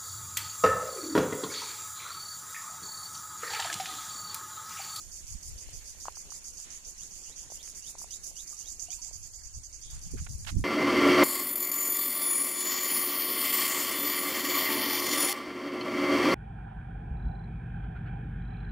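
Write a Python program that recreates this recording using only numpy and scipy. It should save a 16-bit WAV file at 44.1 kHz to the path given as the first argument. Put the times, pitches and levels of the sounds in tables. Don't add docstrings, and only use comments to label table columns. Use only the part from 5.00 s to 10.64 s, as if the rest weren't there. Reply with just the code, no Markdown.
import sys
import numpy as np
from scipy import signal
from scipy.fft import rfft, irfft
from scipy.io import wavfile
from scipy.ndimage import uniform_filter1d

SR = 44100
rng = np.random.default_rng(int(sys.argv[2]) if len(sys.argv) > 2 else 0)


def to_linear_factor(level_db):
    exponent = np.asarray(level_db, float) / 20
    return 10 ** exponent


def persist_wave(psi):
    counts = np.round(np.clip(psi, -1, 1) * 32767).astype(np.int16)
    wavfile.write(sys.argv[1], SR, np.atleast_2d(counts).T)


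N = 248724
CLOCK = np.arange(N) / SR

# start in seconds, peak in dB, length in
# seconds.
CICADA_PHRASES = [(-.04, -39.5, 0.081), (.115, -39, 0.091), (.267, -38.5, .082), (0.427, -39, 0.088),
                  (0.578, -39.5, 0.071), (0.729, -39.5, 0.06), (0.856, -39, 0.074), (1.001, -37, 0.076),
                  (1.154, -36.5, 0.073), (1.304, -36.5, 0.087), (1.442, -36, 0.067), (1.531, -43.5, 0.054),
                  (1.571, -36.5, 0.079), (1.704, -37, 0.077), (1.848, -37.5, 0.079), (1.979, -37.5, 0.099),
                  (2.109, -39, 0.13), (2.236, -37.5, 0.083), (2.36, -37, .084), (2.502, -37, 0.076),
                  (2.629, -37.5, 0.091), (2.748, -37, 0.059), (2.824, -40.5, .065), (2.864, -36.5, 0.056),
                  (2.983, -36.5, 0.062), (3.107, -35, .067), (3.234, -34.5, 0.072), (3.357, -36, 0.087),
               (3.471, -35, 0.083), (3.568, -34.5, 0.066), (3.658, -38, .065), (3.685, -32.5, .055),
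               (3.7955, -32, 0.065), (3.904, -31.5, .07), (4.017, -32, 0.08), (4.129, -34.5, 0.045),
               (4.228, -37, 0.053), (4.335, -39, 0.071), (4.434, -39, .056), (4.539, -38.5, .051),
               (4.634, -38, .039), (4.727, -37.5, 0.045), (4.814, -38.5, 0.055), (4.901, -39.5, 0.07),
               (5.014, -41, .08), (5.108, -41.5, 0.045), (5.179, -40, 0.075), (5.294, -41.5, 0.072),
               (5.389, -42, 0.061), (5.48, -41, 0.05), (5.572, -47.5, 0.057)]
# time in seconds, left over right in dB, low rib band in dB,
# treble reaching the ports in dB.
BEARING = [(0, -14, -1, -8), (.8, -11, 2.5, -6.5), (1.5, -10, -2, -10.5), (1.95, -9, -4, -9),
           (2.25, -10.5, -1, -11.5), (3.1, -13, -1, -5.5), (3.9, -17, -3.5, -13.5), (4.3, -14, 1, -17),
           (4.8, -12, 1, -17.5), (5.64, -7, 1.5, -2)]
# time in seconds, level in dB, left over right in dB.
CHORUS_LEVEL = [(0, -48, -10), (2.1, -50.5, -10), (3.2, -50.5, -16), (4.0, -48.5, -15), (4.5, -50.5, -6),
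                (5.4, -50.5, -16), (5.64, -53.5, -3)]
# frequency in Hz, density in dB per Hz.
CHORUS_COLOUR = [(2350, -77), (4000, -14), (4200, -59), (4450, 0.5), (4670, -22), (5370, -5.5), (6580, -5),
                 (8290, -8.5), (10100, -9), (10900, -13), (11400, -14), (13100, -11.5), (14400, -13)]
# time in seconds, strength in dB.
BREEZE = [(0, -57), (.9, -56), (1.4, -59), (3.7, -59), (4.1, -57), (4.8, -55), (5.0, -46.5), (5.2, -43),
          (5.5, -42.5), (5.64, -34.5)]
# middle in seconds, peak in dB, half length in seconds, left over right in dB.
GUSTS = [(0.243, -50, 0.027, -11), (0.305, -50.5, 0.024, 13), (0.352, -40.5, 0.015, -22),
         (.53, -48, 0.086, -0.5), (0.75, -49, 0.064, -4), (3.87, -57, 0.049, 7), (4.194, -51, 0.11, -3),
         (4.263, -55.5, 0.027, -10), (4.455, -53, 0.036, 15), (4.571, -44.5, .035, 1),
         (4.951, -46, 0.035, 20), (5.155, -41.5, 0.05, -1), (5.214, -42, 0.029, -1), (5.34, -45.5, .04, 19),
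         (5.57, -35.5, .04, -13)]
# time in seconds, peak in dB, length in seconds (minus for suction),
# left over right in dB.
BUFFETS = [
    (.357, -32, -.006, -14),
    (5.527, -25, .005, -14),
    (5.57, -15.5, .0036, -18),
    (5.618, -25, -.006, -10),
]
# time in seconds, level in dB.
AIR_LEVEL = [(0, -66), (2.7, -65), (3.93, -66.5), (4.6, -70), (5.07, -66.5), (5.64, -69.5)]
# frequency in Hz, density in dB per Hz.
AIR_COLOUR = [(71, -6.5), (120, -1.5), (214, -6.5), (372, -7), (425, -9.5), (963, -11), (1150, -13),
              (1280, -13), (1440, -14), (2420, -10), (3800, -11.5), (4250, -11), (5460, -57), (9240, -120)]
# frequency in Hz, left-right likeness from 0 to 1.
AIR_LIKENESS = [(200, 0.78), (500, 0.51), (900, 0.038), (1500, 0.0067)]
# time in seconds, peak in dB, left over right in dB.
LONE_CLICKS = [
    (.098, -42, -9),
    (.411, -42, -8),
    (.693, -37, -8),
    (.845, -40, -8),
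    (.985, -38.5, -17),
    (1.123, -38, -12),
    (1.134, -46, -8),
    (1.273, -48, -10),
    (1.289, -43, -11),
]
# start in seconds,
# length in seconds, rms in dB, centre in Hz, spread in octaves.
RUSTLES = [(.58, 0.2, -66.5, 2440, 0.5), (1.049, 0.055, -59, 980, 0.67), (1.624, .15, -62, 2350, 1.1),
           (4.808, .15, -63.5, 3490, 0.14), (4.878, 0.16, -67.5, 1524, 0.95),
           (5.062, 0.019, -50, 146, 0.28), (5.131, 0.036, -44, 229, 0.54), (5.164, 0.045, -57, 1670, 0.69),
           (5.263, .012, -51, 1340, 1.06), (5.446, 0.009, -52.5, 2200, 1.3),
           (5.46, 0.052, -43.5, 1800, 1.3), (5.5, 0.035, -64, 2200, .9), (5.51, 0.041, -48.5, 188, 0.43),
           (5.558, .05, -42.5, 228, 0.44)]
# time in seconds, peak in dB, pitch in Hz, length in cycles.
TICKS = [(.688, -36.5, 554, 1), (.742, -51, 528, 1.7), (.948, -50, 743, 2.1), (1.054, -34, 1040, 3.8),
         (1.082, -24, 950, 3.46), (1.17, -41.5, 1000, 2.8), (1.295, -46, 805, 1.7), (1.32, -42, 1120, 3.9),
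         (2.472, -57, 910, 2.8), (2.5, -46, 706, 3.1), (2.519, -37.5, 660, 2.2), (2.574, -56, 517, 2.4),
         (2.676, -32, 1850, 1.06), (2.944, -49, 510, 1.8), (2.952, -39, 825, 2.5), (3.016, -45, 1010, 4.2),
         (3.042, -38.5, 770, 2.4), (3.314, -51.5, 690, 2.8), (3.528, -46, 1180, 1.3),
         (4.111, -43.5, 630, 1.6)]
# start in seconds, length in seconds, loudest level in dB.
BIRD_NOTES = [
    (1.99, 0.046, -57),
    (2.254, .078, -62.5),
    (2.555, 0.066, -57),
    (2.816, 0.073, -50.5),
    (3.083, 0.061, -51.5),
    (3.339, .072, -49.5),
    (3.597, 0.083, -54.5),
    (3.863, 0.072, -53.5),
]
# start in seconds, peak in dB, pitch in Hz, rise as a factor, time to fall 60 dB in seconds.
BUBBLES = [
    (3.527, -55, 1194, 1.02, 0.11),
    (3.884, -50, 694, 1.1, 0.13),
    (3.903, -52, 2450, .89, 0.053),
    (3.927, -45.5, 2390, 1.06, 0.053),
    (3.988, -55.5, 945, 1.04, 0.092),
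    (4.057, -62, 870, .73, .1),
    (4.085, -59, 895, 1.06, .061),
]
# frequency in Hz, threshold in dB.
MASK = [(900, -14), (1500, -4.2), (3000, -3), (4150, -.5), (4500, -9), (9800, -9), (10900, -1),
        (11700, 1.5), (12600, 0), (14000, -.5)]


def evened(x):
    return x / np.sqrt(np.mean(x ** 2) + 1e-20)


def read(points, hz):
    f, value = np.transpose(points)
    return np.interp(np.log(hz + 1), np.log(f + 1), value)


def sides(pan_db):
    ratio = to_linear_factor(np.asarray(pan_db))
    return np.sqrt(2 / (1 + ratio ** 2)) * np.array([ratio, np.ones_like(ratio)])


def add(mix, start, sound, pan_db):
    part = mix[:, round(start * SR):][:, :sound.shape[-1]]
    part += (sides(pan_db)[:, None] * sound)[:, :part.shape[1]]


def band(x, lo_hz, hi_hz):
    return signal.sosfilt(signal.cheby2(10, 45, [lo_hz, hi_hz], "bandpass", fs=SR, output="sos"), x)


def resonate(x, hz, width_hz):
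    turn = np.exp(2j * np.pi * np.cumsum(hz * np.ones(x.shape[-1])) / SR)
    r = np.exp(-np.pi * width_hz / SR)
    return 2 * (turn * signal.lfilter([(1 - r) ** 2], [1, -2 * r, r * r], x / turn)).real


def noise(colour_db, size, same=0., patchy_db=0., flicker_db=0.):
    hop, hz = size // 4, np.fft.rfftfreq(size, 1 / SR)[:, None]
    frames = N // hop + 5
    a, b, c, d, patches = rng.standard_normal((frames, len(hz), 5)).T
    patches = uniform_filter1d(patches, size=size // 64, axis=0)
    patches = evened(uniform_filter1d(patches, size=6, axis=1))
    flicker = rng.standard_normal((frames, 2)).T[:, None]
    left = a + 1j * b
    right = same * left + np.sqrt(1 - same ** 2) * (c + 1j * d)
    level_db = colour_db(hz, np.arange(frames) * hop / SR) + patchy_db * patches + flicker_db * flicker
    z = np.array([left, right]) * to_linear_factor(level_db)
    return signal.istft(z, nperseg=size, noverlap=size - hop)[1][:, :N]


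def buckling(age, per_s, uneven, size_db, hiss):
    index = np.arange(N)
    wander = np.cumsum(evened(uniform_filter1d(rng.standard_normal(N), size=300))) / SR
    wander -= wander[index - np.minimum(age * SR, index).astype(int)]
    turns = per_s * (age + uneven * wander)
    burst_start = (index - turns % 1 / per_s * SR).astype(int)
    luck = rng.standard_normal(N)[burst_start // 128]
    burst = to_linear_factor(size_db * luck) * np.exp(-(turns % 1) / .35)
    return evened((hiss + evened(burst)) * rng.standard_normal((2, N)))


def cicada():
    rows = np.array(CICADA_PHRASES)
    phrase = np.searchsorted(rows[:, 0], CLOCK) - 1
    start, peak_db, length = rows[phrase].T
    s, *view = np.transpose(BEARING)
    pan_db, low_db, high_db = (np.interp(CLOCK, s, column) for column in view)
    age = CLOCK - start
    u = (age / length).clip(0, 1)
    pitch_luck, treble_luck = uniform_filter1d(rng.standard_normal((60, 2))[phrase].T, size=60)

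    after_db = -7 * np.tanh(np.maximum(age - length + 0.0048, 0) / 0.012) - 170 * np.maximum(age - length, 0)
    snap_db = 1.8 * np.exp(-age / .006)
    level = uniform_filter1d(to_linear_factor(peak_db - 9.5 + snap_db + after_db), size=30)
    swell = to_linear_factor(-18 * (u - .55) ** 2)
    lift = uniform_filter1d(1 - np.exp(-age / 0.028), size=60)

    drive = buckling(age, per_s=285, uneven=0.18, size_db=-2.5, hiss=1.0)
    ridge = evened(resonate(drive, 5900 + 1150 * lift + 150 * pitch_luck, 1020))
    main = ridge + to_linear_factor(-2.0) * evened(resonate(drive, 6440, 1600))
    main = main * to_linear_factor(-2.0 - 10.7 * (u - .4) ** 2)
    low = evened(resonate(drive, 4700 + 200 * lift, 700)) * to_linear_factor(low_db - 2.0 - 6.6 * u)
    wide = evened(band(drive, 4740, 10550))
    high = evened(resonate(drive, 10170, 1360)) + to_linear_factor(4.5) * wide
    high = high + to_linear_factor(-3.5) * evened(resonate(drive, 13360, 1300))

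    shade = sides(pan_db)
    song = shade * main + shade * to_linear_factor([[2.5], [-.4]]) * low
    song = song + sides(0.034 * pan_db) * to_linear_factor(high_db - 2.5 + 1.5 * treble_luck) * swell * high
    return band(level * song, 4200, 16500)


def chorus():
    s, db, pan_db = np.transpose(CHORUS_LEVEL)
    far = noise(lambda hz, t: read(CHORUS_COLOUR, hz) + 0 * t, size=256, patchy_db=3.5, flicker_db=1.4)
    hum = evened(resonate(rng.standard_normal((2, N)), 6750, 1200))
    blend = to_linear_factor(-4) * evened(far) + to_linear_factor(-5.0) * sides(np.interp(CLOCK, s, pan_db)) * hum
    return to_linear_factor(np.interp(CLOCK, s, db)) * blend


def wind():
    s = CLOCK[::256]
    power = to_linear_factor(np.interp(s, *np.transpose(BREEZE))) ** 2 * np.ones((2, 1))
    for at, peak_db, half, pan_db in GUSTS:
        power = power + (to_linear_factor(peak_db) * sides(pan_db)[:, None]) ** 2 * np.exp(-2 * ((s - at) / half) ** 2)
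    port_db = 10 * np.log10(power)

    def colour_db(hz, t):
        gust_db = np.array([np.interp(t, s, p) for p in port_db])[:, None]
        corner_hz = 90 * to_linear_factor(0.35 * (gust_db + 50.5))
        shape_db = -3.5 * np.log2(hz / 40 + 0.13) - 10 * np.log10(1 + (hz / corner_hz) ** 7)
        shape_db = shape_db - 10 * np.log10(1 + (16 / (hz + 1)) ** 4)
        return shape_db - 10 * np.log10((10 ** (shape_db / 10)).sum(1, keepdims=True))

    lumps = evened(noise(colour_db, size=2048, same=0.065, flicker_db=3.5))
    out = to_linear_factor(np.array([np.interp(CLOCK, s, p) for p in port_db]) + 3.5) * lumps
    for at, peak_db, length, pan_db in BUFFETS:
        way, length = np.sign(length), abs(length)
        u = np.arange(-4 * length, 8 * length, 1 / SR) / length
        push = np.exp(-u ** 2 * 2) - 0.17 * np.exp(-(u - 1.5) ** 2)
        add(out, at - 4 * length, way * to_linear_factor(peak_db) * push, pan_db)
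    return out


def air():
    s, db = np.transpose(AIR_LEVEL)
    same = np.clip(read(AIR_LIKENESS, np.fft.rfftfreq(1024, 1 / SR)), 0, 1)[:, None]
    wash = noise(lambda hz, t: read(AIR_COLOUR, hz) + 0 * t, size=1024, same=same, patchy_db=2.5, flicker_db=1.0)
    return to_linear_factor(np.interp(CLOCK, s, db) + 5) * sides(-1.5)[:, None] * evened(wash)


def flicks():
    first_s, period_s, jitter_s = 4.8614, .0431, .003
    level_db, pan_db, scatter_db = -39.5, 13, 2.0
    out, t = np.zeros((2, N)), np.arange(900) / SR
    at = np.arange(first_s, N / SR, period_s)
    luck = rng.standard_normal((40, 3))[:len(at)].T
    beats = np.transpose([at + jitter_s * luck[0], level_db + scatter_db * luck[1], pan_db + scatter_db * luck[2]])
    for rows, hz, width_hz, t60 in ((beats, 8300, 4500, .03), (LONE_CLICKS, 5800, 2500, .015)):
        for start, db, side_db in rows:
            puff = evened(resonate(rng.standard_normal((2, len(t))), hz, width_hz))
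            fade = to_linear_factor(db - 5.5 - 60 * t / t60) * np.minimum(t / 0.00075, 1)
            add(out, start, fade * puff, side_db)
    return out


def rustles():
    out = np.zeros((2, N))
    for start, length, db, centre_hz, spread in RUSTLES:
        n = round(length * SR)
        grit = rng.standard_normal((2, n)) * to_linear_factor(1.8 * rng.exponential(1, (2, n)))
        octaves = np.log2((np.fft.rfftfreq(n, 1 / SR) + 1) / centre_hz)
        rub = evened(irfft(rfft(grit) * np.exp(-.5 * (octaves / spread) ** 2), n))
        pan_db = -24 if start > 5 else -3
        add(out, start, to_linear_factor(db + 5.0) * rub * signal.windows.tukey(n, .6), pan_db)
    return out


def ticks():
    out = np.zeros((2, N))
    for start, db, hz, cycles in TICKS:
        u = np.arange(round(3 * cycles / hz * SR)) * hz / SR
        shape = (u / cycles * 4.33) ** 2 * np.exp(2 - u / cycles * 7.86) + 0.073 * np.exp(-u / cycles)
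        ring = np.sin(2 * np.pi * u) + to_linear_factor(-22.5) * np.sin(2 * np.pi * 2.95 * u)
        add(out, start + 0.00058, to_linear_factor(db) * shape * ring * np.minimum(u * 1.03, 1), 2)
    return out


def bird():
    first_hz, last_hz, first_db = 2725, 3994, -68
    out = np.zeros((2, N))
    for start, length, last_db in BIRD_NOTES:
        u = np.arange(0, 1, 1 / SR / length)
        pitch = first_hz + (last_hz - first_hz) * u ** 2.0
        size = to_linear_factor(first_db + (last_db - first_db) * u + 1.5)
        size *= np.minimum(u / 0.12, 1) * np.minimum((1 - u) / 0.031, 1)
        size *= to_linear_factor(4.5 * evened(uniform_filter1d(rng.standard_normal(len(u)), size=150)))
        add(out, start, size * np.sin(2 * np.pi * np.cumsum(pitch) / SR), -5.5)
    taps = rng.standard_normal((2, 1500)) * (rng.random((2, 1500)) < .03)
    taps = taps * to_linear_factor(-60 * np.arange(1500) / SR / 0.14)
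    return out + to_linear_factor(-3) * signal.oaconvolve(out, taps / np.linalg.norm(taps[0]), axes=1)[:, :N]


def bubbles():
    out = np.zeros((2, N))
    for start, db, hz, rise, t60 in BUBBLES:
        t = np.arange(0, t60 / 2, 1 / SR)
        pitch = hz * rise ** (t / t60 * 4.5)
        fade = to_linear_factor(db - 60 * t / t60) * np.minimum(t / 0.0011, 1)
        add(out, start, fade * np.sin(2 * np.pi * np.cumsum(pitch) / SR), -1.5)
    return out


def scene():
    insects = cicada() + chorus() + flicks()
    weather = wind() + air()
    handling = rustles() + ticks()
    return insects + weather + handling + bird() + bubbles()


def thinned(x):
    frame = dict(window=signal.windows.cosine(2048), nperseg=2048, noverlap=1024)
    lead = 1024 - 407
    hz, _, z = signal.stft(np.pad(x, ((0, 0), (lead, 0))), SR, **frame)
    power = uniform_filter1d((abs(z) ** 2).mean(0), size=5, axis=0) + 1e-20
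    usual = uniform_filter1d(np.median(power, axis=1), size=9)[:, None]
    now = np.exp(uniform_filter1d(np.log(power / usual), size=40, axis=0))
    kept = power > usual * now ** .35 * to_linear_factor(read(MASK, hz))[:, None] ** 2
    return signal.istft(z * kept, SR, **frame)[1][:, lead:lead + N]


def top_cut(x):
    return signal.sosfilt(signal.butter(12, 15100, fs=SR, output="sos"), x)


def record(dry):
    ending = np.minimum((CLOCK[-1] - CLOCK) / .004, 1)
    edge = signal.firwin(511, 14300, window=("kaiser", 9), fs=SR)
    mix = thinned(signal.oaconvolve(dry * ending, edge[None], "same"))
    return top_cut(mix)


dry = scene()
out = record(dry)
persist_wave(out)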